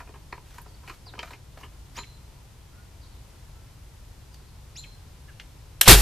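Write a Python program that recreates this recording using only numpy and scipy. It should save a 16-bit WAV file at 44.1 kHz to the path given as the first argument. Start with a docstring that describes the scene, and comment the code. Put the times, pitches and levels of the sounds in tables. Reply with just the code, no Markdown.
"""A homemade plastic tube air launcher, handled and fired by a man on a patio.
Knocks ring the tube, fittings click and hands rub; a few birds call over a quiet yard.
The valve cracks open and air hisses past the projectile. The muzzle jet roars and the air
columns of barrel and chamber boom, overloading the microphone."""
import sys
import numpy as np
from scipy import signal
from scipy.fft import rfft, irfft, next_fast_len
from scipy.io import wavfile

SR = 44100
rng = np.random.default_rng(int(sys.argv[2]) if len(sys.argv) > 2 else 0)


def output_pcm(signal):
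    """Save a mono or channel-first signal as 16-bit PCM at the path in sys.argv[1].

    Samples are clipped to [-1, 1] before scaling.
    """
    pcm = np.clip(np.atleast_2d(signal).T, -1, 1) * 32767
    wavfile.write(sys.argv[1], SR, np.round(pcm).astype(np.int16))


N = 265041
EXIT_S = 5.876  # projectile leaves the barrel
JET_DELAY_S, JET_ATTACK_S = 0.0018, 0.0016  # jet follows it out

# left-right likeness, near sources: f/Hz, correlation
NEAR_CORRELATION = [(100, 0.96), (1000, 1), (3300, 0.96), (7000, 0.65), (11500, 0.17), (14500, 0.19)]
# left-right likeness, diffuse yard sound: f/Hz, correlation
YARD_CORRELATION = [(60, .97), (130, 0.98), (300, 0.51), (1400, 0.49), (3000, 0.43), (7000, 0.23),
                    (14000, 0)]


def amp(db):
    """Decibels to gain."""
    return 10 ** (np.asarray(db) / 20)


def unit(x):
    """Scale to rms 1."""
    return x / np.sqrt(np.mean(x ** 2) + 1e-20)


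def read(points, hz):
    """Interpolate a table over log frequency."""
    f, value = np.transpose(points)
    return np.interp(np.log(hz + 1), np.log(f + 1), value)


def add(mix, at_s, sound):
    """Mix in a stereo sound at at_s."""
    start = round(at_s * SR)
    sound = sound[:, max(-start, 0):]
    part = mix[:, max(start, 0):][:, :sound.shape[1]]
    part += sound[:, :part.shape[1]]


def wander(size, span):
    """Smooth random motion, rms 1, changing over about span samples."""
    return unit(signal.oaconvolve(rng.standard_normal(size), signal.windows.hann(span), "same"))


def envelope(t, attack_s, hold_s, fade_db_per_s):
    """Linear attack from t = 0, hold, exponential fade."""
    return np.clip(t / attack_s, 0, 1) * amp(-fade_db_per_s * np.maximum(t - attack_s - hold_s, 0))


def noise(colour, correlation=NEAR_CORRELATION, size=N):
    """Stereo noise, rms 1, of given spectral shape and channel correlation."""
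    length = next_fast_len(size + size % 2, True)
    hz = np.fft.rfftfreq(length, 1 / SR)
    mid, side = rfft(rng.standard_normal((2, length)))
    likeness = np.clip(read(correlation, hz), -1, 1)
    mid, side = mid * np.sqrt(1 + likeness), side * np.sqrt(1 - likeness)
    spectrum = np.array([mid + side, mid - side]) * amp(read(colour, hz))
    return unit(irfft(spectrum, length)[:, :size])


def echoes(x, t60, delay_s, correlation=NEAR_CORRELATION):
    """Scattered reflections, each band decaying at its own rate."""
    white = noise([(20, 0), (20000, 0)], correlation, size=SR)
    hz, t, bands = signal.stft(white, SR, nperseg=256)
    tail = signal.istft(bands * amp(-60 * t / read(t60, hz)[:, None]), SR, nperseg=256)[1]
    tail *= np.clip(np.arange(tail.shape[1]) / SR / delay_s - 1, 0, 1)
    return signal.fftconvolve(x, tail / np.linalg.norm(tail[0]), axes=1)[:, :N]


def background(level_db=-46.5, drift_db=0.34, lean_db=0.5):
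    """Low outdoor rumble under a faint hiss, slightly stronger on the left."""
    # outdoor spectrum: f/Hz, relative level/dB
    colour = [(12, -46), (20, -7), (58, -0.5), (141, -8.5), (166, -15.5), (237, -22), (265, -21.5),
              (389, -24), (673, -27.5), (989, -26), (1170, -31.5), (1340, -30), (1580, -32.5), (4860, -34),
              (14200, -40.5)]
    level = amp(level_db + drift_db * wander(N, span=30000))
    return level * noise(colour, YARD_CORRELATION) * amp([[lean_db], [-lean_db]])


def rubs(grain_db=3.0):
    """Skin slides on plastic: a soft hiss that catches and slips."""
    # hand slides: t/s, length/s, rms level/dB
    slides = [(-.04, 0.064, -49), (0.433, 0.19, -58.5), (0.843, 0.14, -56.5), (1.172, 0.2, -58),
              (1.549, 0.13, -57.5), (1.94, 0.059, -50.5), (3.639, .09, -67)]
    # friction spectrum: f/Hz, relative level/dB
    colour = [(300, -6), (1000, 10), (3000, 4), (6000, 1.5), (10000, -3.5), (14000, 0)]
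    out = np.zeros((2, N))
    for at_s, length_s, db in slides:
        size = int(length_s * SR)
        grip = amp(grain_db * wander(size, span=400))
        swell = np.sin(np.linspace(0, np.pi, size))
        add(out, at_s, amp(db) * unit(noise(colour, size=size) * grip * swell))
    return out


def knocks(rise_s=0.0036, detune=0.017, spot_db=3.0):
    """Brief scraping contacts ring the damped modes of the tube."""
    # knocks and scuffs: t/s, peak level/dB, treble re middle/dB, contact decay/s
    contacts = [(.001, -32.5, -11.5, 0.0084), (.072, -40.5, -9, .008), (.089, -42, -20, 0.004),
                (.137, -41.5, -9, .008), (.154, -43, -21, 0.0061), (0.3244, -24.5, -3, 0.0032),
                (.342, -50, -10, .005), (.377, -37, -10, 0.0028), (0.5806, -31.5, -5, 0.0045),
                (.658, -39.5, -28, 0.0055), (.832, -42, -12, .014), (.875, -31.5, -5, 0.0097),
                (.8945, -30.5, -3, 0.0066), (1.061, -43, -15, 0.019), (1.136, -33.5, -13, 0.0025),
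                (1.149, -39.5, -6, .006), (1.178, -34.5, -12, 0.0063), (1.1896, -22, 8, 0.0055),
                (1.228, -26.5, 0, 0.005), (1.272, -38.5, 1, .007), (1.304, -33.5, -7, .0097),
                (1.331, -33.5, -3, 0.009), (1.5714, -35.5, -7, .006), (1.608, -41.5, -16, .007),
                (1.631, -34, -10, 0.0095), (1.973, -29.5, -7, 0.013), (1.9855, -27.5, 6, 0.0029)]
    # tube resonances: f/Hz, width/Hz, relative level/dB
    modes = [(223, 190, -9), (346, 93, -5), (410, 69, -3), (714, 185, -5.5), (988, 113, 1),
             (1317, 108, -1.5), (1594, 65, -3.5), (1780, 170, -6), (2450, 390, -5), (3150, 240, -9),
             (4030, 740, -16.5), (5600, 2000, -30.5)]
    out, t = np.zeros((2, N)), np.arange(4096) / SR
    hz = np.fft.rfftfreq(len(t), 1 / SR)
    for at_s, db, treble_db, contact_s in contacts:
        scrape = noise([(1000, 0), (3500, treble_db)], size=len(t))
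        force = scrape * np.minimum(t / rise_s, 1) * np.exp(-t / contact_s)
        grip = 1 + detune * rng.standard_normal()  # hands detune the tube
        favour_db = spot_db * rng.standard_normal(len(modes))  # each spot favours other modes
        body = 0
        for k, (mode_hz, width_hz, mode_db) in enumerate(modes):
            damping = 1j * hz * width_hz
            resonance = damping / ((mode_hz * grip) ** 2 - hz ** 2 + damping)
            body += (-1) ** k * amp(mode_db + favour_db[k]) * resonance
        ring = irfft(rfft(force) * body)
        add(out, at_s, amp(db) * ring / abs(ring).max())
    return out


def clicks(rise_s=0.00094, decay_s=0.0044):
    """Small hard fittings snap with almost no ring."""
    # fitting clicks: t/s, peak level/dB, centre f/Hz, width/octaves
    snaps = [(.582, -36.5, 9000, 0.93), (.616, -36.5, 12500, .25), (1.19, -34, 2750, 0.64),
             (1.229, -36.5, 3500, 0.86), (4.343, -42.5, 4000, 1), (5.398, -28.5, 2400, 0.6)]
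    out, t = np.zeros((2, N)), np.arange(2048) / SR
    for at_s, db, hz, octaves in snaps:
        band = [(hz * 2 ** (octaves * k), -2.6 * k ** 2) for k in range(-5, 6)]
        snap = noise(band, size=len(t)) * np.minimum(t / rise_s, 1) * np.exp(-t / decay_s)
        add(out, at_s, amp(db) * snap / abs(snap).max())
    return out


def whistle(hz, level, rasp, waver=0.0093):
    """Bird tone on a pitch curve; rasp spreads hoarse noise around it."""
    size = len(hz)
    phase = 2 * np.pi * np.cumsum(hz * (1 + waver * wander(size, span=200))) / SR
    hoarse = wander(size, span=70) * np.cos(phase) + wander(size, span=70) * np.sin(phase)
    return np.tile(level * (np.sin(phase) + rasp * hoarse), (2, 1))


def birds(squeak_echo_db=-13):
    """Far birds chirp and a near one squeaks; trees and slope scatter the calls."""
    # far chirps: t/s, length/s, level/dB, first f/Hz, last f/Hz, bend (high = early), echo gain/dB
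    chirps = [(.66, 0.048, -65.5, 5350, 4260, 3.5, -2), (.74, .02, -59, 4580, 4450, 1, -11),
              (1.054, 0.06, -47, 4980, 3440, 1.7, -15), (2.689, 0.16, -63, 1362, 1489, 1.5, 3),
              (3.48, 0.2, -71.5, 1332, 1348, 0.5, 2), (3.004, 0.046, -58.5, 4940, 3500, 1.2, -4),
              (3.125, 0.041, -64, 4500, 3530, 4, -5), (4.31, .06, -62, 5120, 4060, 1.5, -5),
              (4.47, 0.0356, -64, 4634, 3800, 1.5, -4), (5.275, 0.039, -51.5, 1730, 1310, -1.5, -8),
              (5.28, 0.03, -61, 2910, 2250, -1.5, -5)]
    # near calls: t/s, level/dB, pitch factor, flick delay/s
    squeaks = [(1.953, -42, .988, .079), (4.752, -41.5, 1.002, .085)]
    # yard reverberation: f/Hz, T60/s
    yard_t60 = [(500, 0.16), (2500, 0.24), (4100, 0.56), (7200, 0.32), (14000, 0.034)]
    direct, scattered = np.zeros((2, 2, N))
    for at_s, db, pitch, flick_s in squeaks:
        add(direct, at_s, amp(db) * squeak(pitch, flick_s))
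    scattered += amp(squeak_echo_db) * direct
    for at_s, length_s, db, first_hz, last_hz, bend, echo_db in chirps:
        progress = np.linspace(0, 1, int(length_s * SR))
        hz = first_hz + (last_hz - first_hz) * np.expm1(-bend * progress ** 2) / np.expm1(-bend)
        note = whistle(hz, amp(db) * np.sin(np.pi * progress), rasp=0.39)
        add(direct, at_s, note)
        add(scattered, at_s, amp(echo_db) * note)
    return direct + echoes(scattered, yard_t60, 0.0055, YARD_CORRELATION)


def squeak(pitch, flick_s, glide_s=0.019, clear_s=0.035, size=14000):
    """A bird's two voices slide up, clear and fade; the lower lingers under a hoarse falling flick."""
    # two voices and their sum tone, before pitch factor and call level:
    # first f/Hz, top f/Hz, level/dB, attack/s, hold/s, fade/(dB/s)
    voices = [(1755, 4140, -.5, 0.033, 0.021, 620), (4599.7, 7190, -2.5, 0.015, 0.032, 500),
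              (10800, 11330, -21, .034, .018, 330)]
    out, t = np.zeros((2, size)), np.arange(size) / SR
    rasp = 0.93 * np.exp(-t / clear_s)
    glide_left = np.exp(-(t / glide_s) ** 2.45)
    for k, (first_hz, top_hz, db, attack_s, hold_s, fade) in enumerate(voices):
        level = amp(db) * envelope(t, attack_s, hold_s, fade)
        if k == 0:
            linger = amp(-15) * envelope(t, attack_s, hold_s=0.14, fade_db_per_s=280)
            level = np.maximum(level, linger)
        out += whistle(pitch * (top_hz + (first_hz - top_hz) * glide_left), level, rasp)
    flick_hz = pitch * (2180 + (3950 - 2180) * np.exp(-t / 0.00404))
    flick_level = amp(-2.5) * envelope(t, attack_s=0.0019, hold_s=0.0053, fade_db_per_s=1500)
    add(out, flick_s, whistle(flick_hz, flick_level, rasp=0.81))
    return out


def valve(attack_s=0.00054, near_mouth_s=5.857, growth_db_per_s=480):
    """The valve cracks open; air leaks past the projectile, louder near the mouth, until the jet."""
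    # unseating spit, then full opening: t/s, level/dB, hold/s, fade/(dB/s)
    bursts = [(5.8103, -28.5, 0.021, 1000), (5.812, -5.5, 0.0029, 4000)]
    # crack spectrum: f/Hz, relative level/dB
    crack_colour = [(100, -34), (400, -17), (1200, -9), (1850, 3), (2400, -6.5), (3300, 1.5), (4600, -6),
                    (7500, -2.5), (10500, -2), (13000, 3.5), (14500, -17)]
    # leak spectrum: f/Hz, relative level/dB
    leak_colour = [(100, -8), (500, -5), (1300, -4), (2300, 0), (3300, 5), (4300, -2), (8000, -9),
                   (14000, -8)]
    t = np.arange(N) / SR
    open_s = bursts[-1][0]
    crack = sum(amp(db) * envelope(t - at_s, attack_s, hold_s, fade) for at_s, db, hold_s, fade in bursts)
    deep = amp(-29) * envelope(t - open_s, attack_s, hold_s=0, fade_db_per_s=170)
    near = amp(-26.5) * envelope(t - near_mouth_s, attack_s, hold_s=0, fade_db_per_s=-growth_db_per_s)
    leak = np.hypot(deep, near) * (t < EXIT_S + JET_DELAY_S + JET_ATTACK_S)
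    return crack * noise(crack_colour) + leak * noise(leak_colour)


def muzzle(pop_hz=550, pop_glide_s=0.00162, pop_peak_s=0.0011, empty_s=0.058, boom_rise_s=0.0078):
    """Exit pop, a turbulent jet dying with chamber pressure, and booming air columns."""
    # air modes of chamber and barrel: f/Hz, level/dB, decay/s
    modes = [(48.3, -5, .14), (105.2, -20, 0.048), (177, -16.5, 0.051), (340.3, -11, 0.031)]
    # reflections off slope and trees: f/Hz, T60/s
    slope_t60 = [(200, 0.42), (4000, 0.48), (14000, 0.67)]
    t = np.maximum(np.arange(N) / SR - EXIT_S, 0)
    pressure = np.clip((t - JET_DELAY_S) / JET_ATTACK_S, 0, 1) * np.exp(-(t / empty_s) ** 2.4)
    # jet spectrum: f/Hz, relative level/dB
    jet_colour = [(28, 12), (110, 11.5), (230, -3.5), (370, 4), (560, -3), (1000, -0.5), (1400, -1),
                  (3000, 0), (4600, -0.5), (5800, -4.5), (9000, -3), (14000, -4)]
    gusts = amp(3 + 1.5 * wander(N, span=300))
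    jet = pressure * gusts * noise(jet_colour)
    cycles = pop_hz * t * (1 + t / pop_glide_s / 2)  # air column ahead shortens: pitch rises
    pop = amp(-6) * t / pop_peak_s * np.exp(1 - t / pop_peak_s) * np.sin(2 * np.pi * cycles)
    boom = sum(amp(db) * np.exp(-t / decay_s) * np.sin(2 * np.pi * hz * t) for hz, db, decay_s in modes)
    boom *= 1 - np.exp(-t / boom_rise_s)
    thrown_back = amp(-18) * echoes(jet, slope_t60, delay_s=0.045)
    return jet + thrown_back + pop - boom


def scene():
    """Launcher, birds and yard; house wall and eaves reflect the handling and the valve."""
    # patio reverberation: f/Hz, T60/s
    patio_t60 = [(200, 0.23), (1000, 0.14), (3000, 0.14), (8000, 0.2), (14000, 0.12)]
    handling = knocks() + clicks() + rubs()
    release = valve()
    patio = echoes(amp(-7) * handling + amp(-12.5) * release, patio_t60, delay_s=0.0028)
    return handling + release + patio + muzzle() + birds() + background()


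def record(dry, ceiling=0.82, knee=5.3, cutoff_hz=14300):
    """Microphone overload on the blast: soft clip, then low-pass."""
    clipped = dry / (1 + abs(dry / ceiling) ** knee) ** (1 / knee)
    low_pass = signal.firwin(511, cutoff_hz, window=("kaiser", 9), fs=SR)
    return signal.oaconvolve(clipped, low_pass[None], "same")


dry = scene()
out = record(dry)
output_pcm(out)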